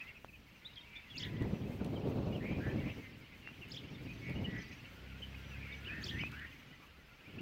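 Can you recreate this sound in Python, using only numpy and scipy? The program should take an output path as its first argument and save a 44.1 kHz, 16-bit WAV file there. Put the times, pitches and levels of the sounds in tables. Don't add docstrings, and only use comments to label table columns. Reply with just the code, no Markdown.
import sys
import numpy as np
from scipy import signal
from scipy.fft import rfft, irfft, next_fast_len
from scipy.io import wavfile
from scipy.ndimage import uniform_filter1d

SR = 44100
rng = np.random.default_rng(int(sys.argv[2]) if len(sys.argv) > 2 else 0)


def waveform_to_disk(signal):
    frames = np.transpose(np.atleast_2d(signal))
    scaled = np.clip(frames, -1, 1) * 32767
    samples = np.round(scaled).astype(np.int16)
    wavfile.write(sys.argv[1], SR, samples)


N = 326781
TIME = np.arange(N) / SR


def near_bird():
    # t/s, level/dB
    chirps = [(1.154, -42.5), (3.693, -47), (6.014, -43)]
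    # t/s, f/Hz, level/dB
    low_voice = [(.012, 2890, -6), (.022, 4355, -11.5), (.026, 4524, 0), (.031, 5400, 0.5),
                 (.035, 4430, -7), (.043, 3565, -14), (.049, 3010, -9), (.054, 3375, -1), (.062, 3553, -9),
                 (.067, 2594, -19), (.074, 3050, -3), (.083, 3364, 3), (.094, 4400, -17.5),
                 (.098, 3210, -2), (.106, 2480, -22)]
    high_voice = [(0, 6200, -23), (.018, 6900, -19), (.027, 9000, -52), (.044, 7100, -18),
                  (.049, 5220, -17), (.055, 6620, -17), (.062, 7050, -23), (.069, 4680, -7),
                  (.085, 7640, -43)]
    return song(low_voice, chirps, jitter=0.034) + song(high_voice, chirps, jitter=0.022)


def peeping_birds(arch=0.02, quaver_rad=0.62, quaver_hz=200, overtone_db=-34, ends_db=-5):
    # t/s, length/s, start f/Hz, end f/Hz, level/dB
    peeps = [(0, 0.033, 2450, 2600, -49), (0.073, 0.036, 2740, 2630, -57),
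             (0.144, 0.047, 2660, 2363, -59.5), (0.279, 0.028, 2660, 2340, -59),
             (0.326, 0.043, 2630, 2330, -59.5), (.647, 0.031, 3320, 4030, -50),
             (0.731, 0.011, 3230, 4150, -61), (0.756, 0.0095, 5100, 2660, -59),
             (0.762, 0.037, 3320, 3060, -52.5), (.805, .02, 3740, 3470, -60),
             (0.953, 0.032, 3360, 3570, -54), (1.097, 0.038, 3400, 3200, -55.5),
             (1.135, .055, 2920, 2380, -53.5), (1.799, 0.022, 1490, 1380, -61),
             (1.956, 0.024, 3240, 2860, -56), (2.324, 0.018, 2760, 2900, -55.5),
             (2.344, 0.0302, 3300, 2490, -56), (2.449, .026, 2080, 2480, -51),
             (2.711, .014, 2400, 2600, -56), (3.446, 0.06, 2630, 2760, -57.5),
             (3.611, 0.04, 2930, 2470, -54.5), (3.939, 0.031, 3680, 3330, -62.5),
             (4.081, 0.06, 2404, 2500, -55), (4.351, 0.028, 2740, 2890, -55.5),
             (4.443, 0.023, 2980, 2780, -45.5), (4.708, 0.025, 1790, 2430, -59),
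             (5.219, 0.031, 3025, 2970, -47.5), (5.342, 0.017, 2007, 2720, -54),
             (5.516, .057, 2730, 2360, -58), (5.722, 0.017, 3650, 3430, -57),
             (6.209, .01, 4820, 5200, -59.5), (6.52, .018, 2456, 2490, -58.5),
             (7.253, 0.026, 2170, 2500, -59.5), (7.382, 0.017, 2370, 2970, -52)]
    out = np.zeros(N)
    for s, length, start_hz, end_hz, db in peeps:
        middle_hz = (1 + arch) * (start_hz + end_hz) / 2
        phase, swell = whistle(length, start_hz, middle_hz, end_hz, taper=0.1)
        phase = phase + quaver_rad * drift(quaver_hz, len(phase))
        swell = unit(swell * amp(ends_db * np.linspace(-1, 1, len(phase)) ** 2))
        tone = np.sin(phase) + amp(overtone_db) * np.sin(2 * phase)
        add(out, s, np.sqrt(2) * amp(db) * swell * tone)
    return out


def warbling_bird():
    # t/s, level/dB
    warbles = [(5.844, -50.5), (6.183, -48.5)]
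    # t/s, f/Hz, level/dB
    voice = [(0, 4385, -5), (.008, 2600, -3), (.018, 2767, 0.5), (.031, 3074, 2.5), (.044, 2590, 1.5),
             (.057, 2400, 5.5), (.08, 2600, 1), (.098, 2610, 2)]
    return song(voice, warbles, jitter=0.0099)


def raspy_flock(accent_width=0.3, easy_rough=0.32, easy_db=-6.5, waver=0.0121, droop=0.096, droop_s=0.0119):
    # t/s, length/s, start, middle and end f/Hz, accent place/0-1, roughness/0-1, level/dB
    calls = [(0, 0.12, 1880, 2073, 2290, 0.96, .25, -55), (0.899, 0.11, 2306, 2376, 2270, 0.62, .5, -53.5),
             (1.188, .11, 2195, 1948, 2000, 0.6, 0.8, -52),
             (1.334, 0.11, 1917, 2030, 1950, 0.92, 0.5, -53.5),
             (2.399, 0.19, 1750, 2308, 2416, 0.48, .55, -50),
             (2.596, .14, 1540, 1740, 1820, 0.45, .6, -49.5),
             (2.804, 0.12, 1950, 2205, 2910, 0.74, 0.94, -50),
             (2.982, 0.1, 2223, 2146, 2110, 0.74, 0.56, -54.5),
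             (4.214, 0.13, 2210, 2214, 2305, .6, 0.6, -49), (4.455, 0.19, 1993, 1936, 2126, 0.64, 0.7, -49),
             (5.605, .07, 2370, 2430, 2350, 0.53, 0.4, -51),
             (5.664, 0.11, 2080, 2220, 2340, 0.52, 0.56, -50),
             (5.866, 0.17, 1522, 1840, 1700, 0.44, 0.65, -49),
             (6.107, 0.12, 1873, 1887, 2605, 0.89, 0.5, -43.5),
             (6.318, 0.15, 1367, 1722, 1965, 0.77, 0.75, -49),
             (6.72, 0.0615, 1990, 1980, 2200, 0.26, 0, -61),
             (6.797, 0.065, 1154, 1197, 1150, 0.56, 1, -63.5)]
    out = np.zeros(N)
    for s, length, *pitches, accent, rough, db in calls:
        progress = np.linspace(0, 1, int(length * SR))
        ease = 1 - np.exp(-((progress - accent) / accent_width) ** 2)
        sag = droop * np.exp((progress - 1) * length / droop_s)
        hz = glide(pitches, progress) * (1 + waver * drift(45, len(progress)) - sag)
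        tone = rough_syrinx(2 * np.pi * np.cumsum(hz) / SR, rough * (1 - (1 - easy_rough) * ease))
        add(out, s, amp(db + easy_db * ease) * signal.windows.tukey(len(tone), 0.12) * tone)
    return out


def rough_syrinx(phase, rough, beat_share=0.115, spread=0.54, rasp=0.8, flutter_hz=115, overtone_db=-30):
    sides, size = np.arange(-3, 6)[:, None], len(phase)
    phase = phase + 0.68 * drift(170, size)
    weight = (spread * np.sqrt(rough)) ** abs(sides)
    flutter = np.array([drift(flutter_hz, size) + 1j * drift(flutter_hz, size) for _ in sides])
    steady = np.exp(2j * np.pi * rng.random(sides.shape))
    loose = rasp * rough ** 3
    sway = np.sqrt(1 - loose) * steady + np.sqrt(loose / 2) * flutter
    partials = weight * sway * np.exp(1j * phase * (1 + beat_share * sides))
    tone = partials.sum(0) / np.linalg.norm(weight, axis=0)
    return unit((tone + amp(overtone_db) * tone ** 2).real)


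def distant_chorus(wash_db=-1.5, slurs_db=-6, flicks_db=-10, twitter_db=-2):
    # t/s, level/dB
    chorus_level = [(0, -57.5), (.31, -69), (.5, -64), (1.3, -59), (2.27, -62.5), (2.8, -57), (3.15, -61.5),
                    (4.4, -58), (5.0, -59), (6.15, -55.5), (7.04, -64.5), (7.41, -60)]
    # f/Hz, level/dB
    wash_spectrum = [(500, -9.5), (1000, -5.5), (1500, -4), (2000, -0.5), (2500, 0), (3100, -2.5),
                     (3800, -9.5), (5000, -13.5), (6200, -23.5), (7200, -24.5), (8500, -32)]
    # t/s, level/dB
    twitter_level = [(0, -78.5), (1.0, -78.5), (2.0, -74.5), (2.9, -72.5), (3.4, -79), (4.25, -68.5),
                     (4.45, -75.5), (4.63, -61.5), (4.9, -76.5), (6.2, -74.5), (7.4, -80)]
    # t/s, level/dB
    chatter_level = [(0, -69), (.3, -80), (4.4, -76), (4.9, -70), (5.4, -66), (6.0, -66), (6.6, -75),
                     (7.4, -70)]
    slurs = amp(slurs_db) * far_notes(2000, 2950, bend=0.163, length=0.0358, count=260)
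    flicks = amp(flicks_db) * far_notes(2108, 3230, bend=0.338, length=0.0168, count=120)
    twitter = amp(twitter_db) * far_notes(3700, 6400, bend=0.12, length=0.026, count=1100)
    chatter = far_notes(1300, 1780, bend=0.13, length=0.055, count=300)
    wash = amp(wash_db) * noise(wash_spectrum)
    return (amp(curve(chorus_level, TIME)) * (wash + slurs + flicks)
            + amp(curve(twitter_level, TIME)) * twitter
            + amp(curve(chatter_level, TIME)) * chatter)


def far_notes(low_hz, high_hz, bend, length, count, spread_db=3):
    out = np.zeros(N)
    notes, shapes = rng.random((count, 3)), rng.uniform(-0.82, 1, (count, 3))
    for (when, pitch, stretch), (start, end, strength) in zip(notes, shapes):
        hz = low_hz * (high_hz / low_hz) ** pitch
        start_hz, end_hz = hz * (1 + bend * start), hz * (1 + bend * end)
        phase, swell = whistle(length * (0.5 + stretch), start_hz, hz, end_hz, taper=0.39)
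        add(out, when * N / SR, amp(spread_db * strength) * swell * np.cos(phase))
    return unit(trees(out, t60=0.16, wet_db=-11.5))


def wind(lumps_db=2, lump_hz=30, thump_s=0.01, thump_rush_db=-14, rush_db=0.5, calm_db=-71):
    # t/s, buffet level/dB, rush level/dB
    gusts = [(0, -64, -69.5), (1.07, -64.5, -76.5), (1.19, -48.5, -66), (1.46, -39.5, -51),
             (1.67, -43, -53.5), (2.18, -37, -43.5), (2.43, -42, -50), (2.8, -38.5, -49.5),
             (3.04, -51.5, -62.5), (3.32, -60, -70), (3.95, -49.5, -61.5), (4.22, -49.5, -65),
             (4.43, -39.5, -50), (4.66, -52, -69), (4.95, -59.5, -64), (5.8, -58, -63.5),
             (5.95, -48.5, -62), (6.2, -44.5, -63.5), (6.33, -56.5, -68.5), (7.18, -68.5, -70),
             (7.41, -45.5, -57.5)]
    # t/s, level/dB
    strikes = [(1.42, -33.5), (1.538, -34), (2.52, -32), (2.759, -34), (2.871, -35.5), (4.062, -43),
               (4.302, -37), (4.489, -41), (4.59, -43)]
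    # f/Hz, level/dB
    buffet_spectrum = [(10, -40), (30, -17), (60, -5.5), (120, 2), (180, -1.5), (280, -4), (400, -14),
                       (600, -27), (1200, -35), (3000, -82)]
    rush_spectrum = [(100, -21), (250, -6), (400, 5.5), (550, 2), (800, -7), (1200, -15), (2000, -29),
                     (4000, -26), (9000, -60)]
    eddies = drift(lump_hz)
    quick_eddies = unit(eddies - uniform_filter1d(eddies, size=6000))
    lumps = unit(amp(lumps_db * quick_eddies))
    thumps = sum(amp(db) * np.exp(-((TIME - s) / thump_s) ** 2 / 2) for s, db in strikes)
    buffet = np.hypot(amp(curve(gusts, TIME)) * lumps, thumps)
    strength = np.hypot(amp(curve(gusts, TIME, column=2)) * lumps, amp(thump_rush_db) * thumps)
    rush = strength ** 2 / (strength + amp(calm_db))
    return buffet * noise(buffet_spectrum) + amp(rush_db) * rush * noise(rush_spectrum)


def handling(grit_decay_s=0.0033):
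    # t/s, level/dB, f/Hz, decay/s
    clicks = [(.2464, -32, 800, .00021), (3.4746, -34, 1900, .0003), (3.489, -43, 1400, .0003),
              (6.2367, -29, 1000, .00016)]
    # t/s, level/dB
    crackles = [(.2464, -58), (1.2966, -60), (1.422, -51.5), (1.8458, -46.5), (1.862, -53), (2.284, -62),
                (3.685, -60), (3.7305, -57), (4.297, -55), (6.292, -58), (6.317, -51), (6.3954, -55)]
    # f/Hz, level/dB
    grit_spectrum = [(800, -45), (2800, 18.5), (5000, 0), (9000, -2.5), (15000, -7)]
    out, t = np.zeros(N), np.arange(SR // 50) / SR
    fizz = noise(grit_spectrum)
    for s, db, hz, decay in clicks:
        envelope = t / decay * np.exp(1 - t / decay)
        add(out, s, -amp(db) * envelope * np.sin(2 * np.pi * hz * t))
    for s, db in crackles:
        add(out, s, amp(db) * fizz[int(s * SR):][:len(t)] * np.exp(-t / grit_decay_s))
    return out


def far_engine(waver=0.0061, throb=0.21, uneven_db=8, uneven_from_s=4.6, uneven_ramp_s=0.42):
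    # t/s, firing f/Hz, level/dB
    run = [(3.7, 56, -104), (4.1, 55.9, -63), (4.7, 60.34, -69.5), (5.2, 65.84, -56.5), (5.6, 67.44, -56.5),
           (6.0, 70.4, -61), (6.5, 73.25, -61.5), (6.8, 72.3, -90)]
    # multiple of the firing rate, level/dB
    orders = [(1, 2), (1.5, -5), (2, -2.5), (3, -6.5), (4, -12.5), (5, -24)]
    firings = np.cumsum(curve(run, TIME) * (1 + waver * drift(10.4))) / SR
    evenness = 1 - np.clip((TIME - uneven_from_s) / uneven_ramp_s, 0, 1)
    hum = np.zeros(N)
    for multiple, db in orders:
        cut_db = uneven_db * evenness if multiple % 1 else 0
        hum += amp(db - cut_db) * np.sin(2 * np.pi * multiple * firings)
    return np.sqrt(2) * amp(curve(run, TIME, column=2)) * hum * (1 + throb * drift(5.8))


def far_whines(waver=0.00199):
    # t/s, length/s, f/Hz, level/dB
    spells = [(0.686, 0.39, 955, -74), (1.12, 0.44, 998, -67), (1.49, 0.14, 5880, -73.5),
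              (3.48, 0.19, 5913, -82), (5.42, 0.14, 5870, -72), (5.757, 0.049, 5930, -70),
              (6.09, 0.2, 5970, -69.5), (6.078, 0.18, 8940, -82)]
    out = np.zeros(N)
    wavering_time = np.cumsum(1 + waver * drift(80)) / SR
    for s, length, hz, db in spells:
        t = wavering_time[int(s * SR):][:int(length * SR)]
        add(out, s, amp(db) * signal.windows.tukey(len(t), 0.5) * np.sin(2 * np.pi * hz * t))
    return out


def open_air(level_db=-66):
    # f/Hz, level/dB
    spectrum = [(20, -1.5), (60, 13), (130, -1.5), (250, -20), (500, -6.5), (1000, -13.5), (2500, -33),
                (4500, -16.5), (7000, -49), (10000, -31.5), (16000, -38)]
    return amp(level_db) * noise(spectrum)


def microphone_hiss(chirps, gain_db=2, knee_db=-50, flicker_db=1.65):
    # t/s, level/dB
    course = [(0, -76.5), (.9, -79.5), (1.63, -74.5), (2.91, -73.5), (3.32, -77.5), (4.91, -76.5),
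              (6.29, -74), (6.77, -78.5), (7.41, -78)]
    # f/Hz, level/dB
    spectrum = [(3000, -41), (6000, 1), (8000, -3.5), (10500, -8), (11500, -5), (12800, 0), (15500, 0)]
    loudness = np.sqrt(abs(uniform_filter1d(chirps ** 2, SR // 40)))
    swell = 1 + loudness / (loudness + amp(knee_db))
    return amp(curve(course, TIME) + gain_db + flicker_db * drift(15)) * swell * noise(spectrum)


def trees(x, t60, wet_db):
    t = np.arange(SR // 2) / SR
    echoes = rng.standard_normal(len(t)) * (rng.random(len(t)) < 2000 / SR) * (t > 0.006)
    tail = echoes * np.exp(-np.log(1000) * t / t60)
    return x + amp(wet_db) * signal.fftconvolve(x, tail / np.linalg.norm(tail))[:N]


def song(voice, repeats, jitter):
    out, t = np.zeros(N), np.arange(int(voice[0][0] * SR), int(voice[-1][0] * SR)) / SR
    for s, db in repeats:
        hz = curve(voice, t) * (1 + jitter * drift(600, len(t)))
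        level = amp(db + curve(voice, t, column=2)) * signal.windows.tukey(len(t), 0.1)
        add(out, s + t[0], np.sqrt(2) * level * np.sin(2 * np.pi * np.cumsum(hz) / SR))
    return out


def whistle(length, start_hz, middle_hz, end_hz, taper):
    progress = np.linspace(0, 1, max(int(length * SR), 64))
    hz = glide([start_hz, middle_hz, end_hz], progress)
    swell = 1 - 0.3 * np.cos(2 * np.pi * progress)
    return 2 * np.pi * np.cumsum(hz) / SR, signal.windows.tukey(len(hz), taper) * swell


def glide(pitches, progress):
    return np.polyval(np.polyfit([0, 0.5, 1], pitches, 2), progress)


def noise(spectrum):
    size = next_fast_len(N)
    hz, db = np.transpose(spectrum)
    gain = amp(np.interp(np.log(np.fft.rfftfreq(size, 1 / SR) + 1), np.log(hz), db))
    return unit(irfft(rfft(rng.standard_normal(size)) * gain, size)[:N])


def drift(rate_hz, size=N):
    padded = next_fast_len(size + 2048)
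    gain = np.exp(-(np.fft.rfftfreq(padded, 1 / SR) / rate_hz) ** 2)
    return unit(irfft(rfft(rng.standard_normal(padded)) * gain, padded))[:size]


def amp(db):
    return 10 ** (np.asarray(db) / 20)


def unit(x):
    return x / np.sqrt(np.mean(x ** 2) + 1e-20)


def curve(rows, t, column=1):
    rows = np.asarray(rows)
    return np.interp(t, rows[:, 0], rows[:, column])


def add(mix, s, sound):
    part = mix[max(0, round(s * SR)):][:len(sound)]
    part += sound[:len(part)]


def scene():
    chirps = trees(near_bird(), t60=0.19, wet_db=-8.5)
    whistlers = trees(peeping_birds() + warbling_bird(), t60=0.22, wet_db=-10.5)
    flock = trees(raspy_flock(), t60=0.48, wet_db=-9)
    birds = chirps + whistlers + flock + distant_chorus()
    surroundings = far_whines() + wind() + far_engine() + handling() + open_air()
    return (birds + surroundings + microphone_hiss(chirps))[None]


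def record(dry, edge_hz=15850):
    lowpass = signal.firwin(511, edge_hz, window=("kaiser", 9), fs=SR)
    return signal.oaconvolve(dry, lowpass[None], "same")


dry = scene()
out = record(dry)
waveform_to_disk(out)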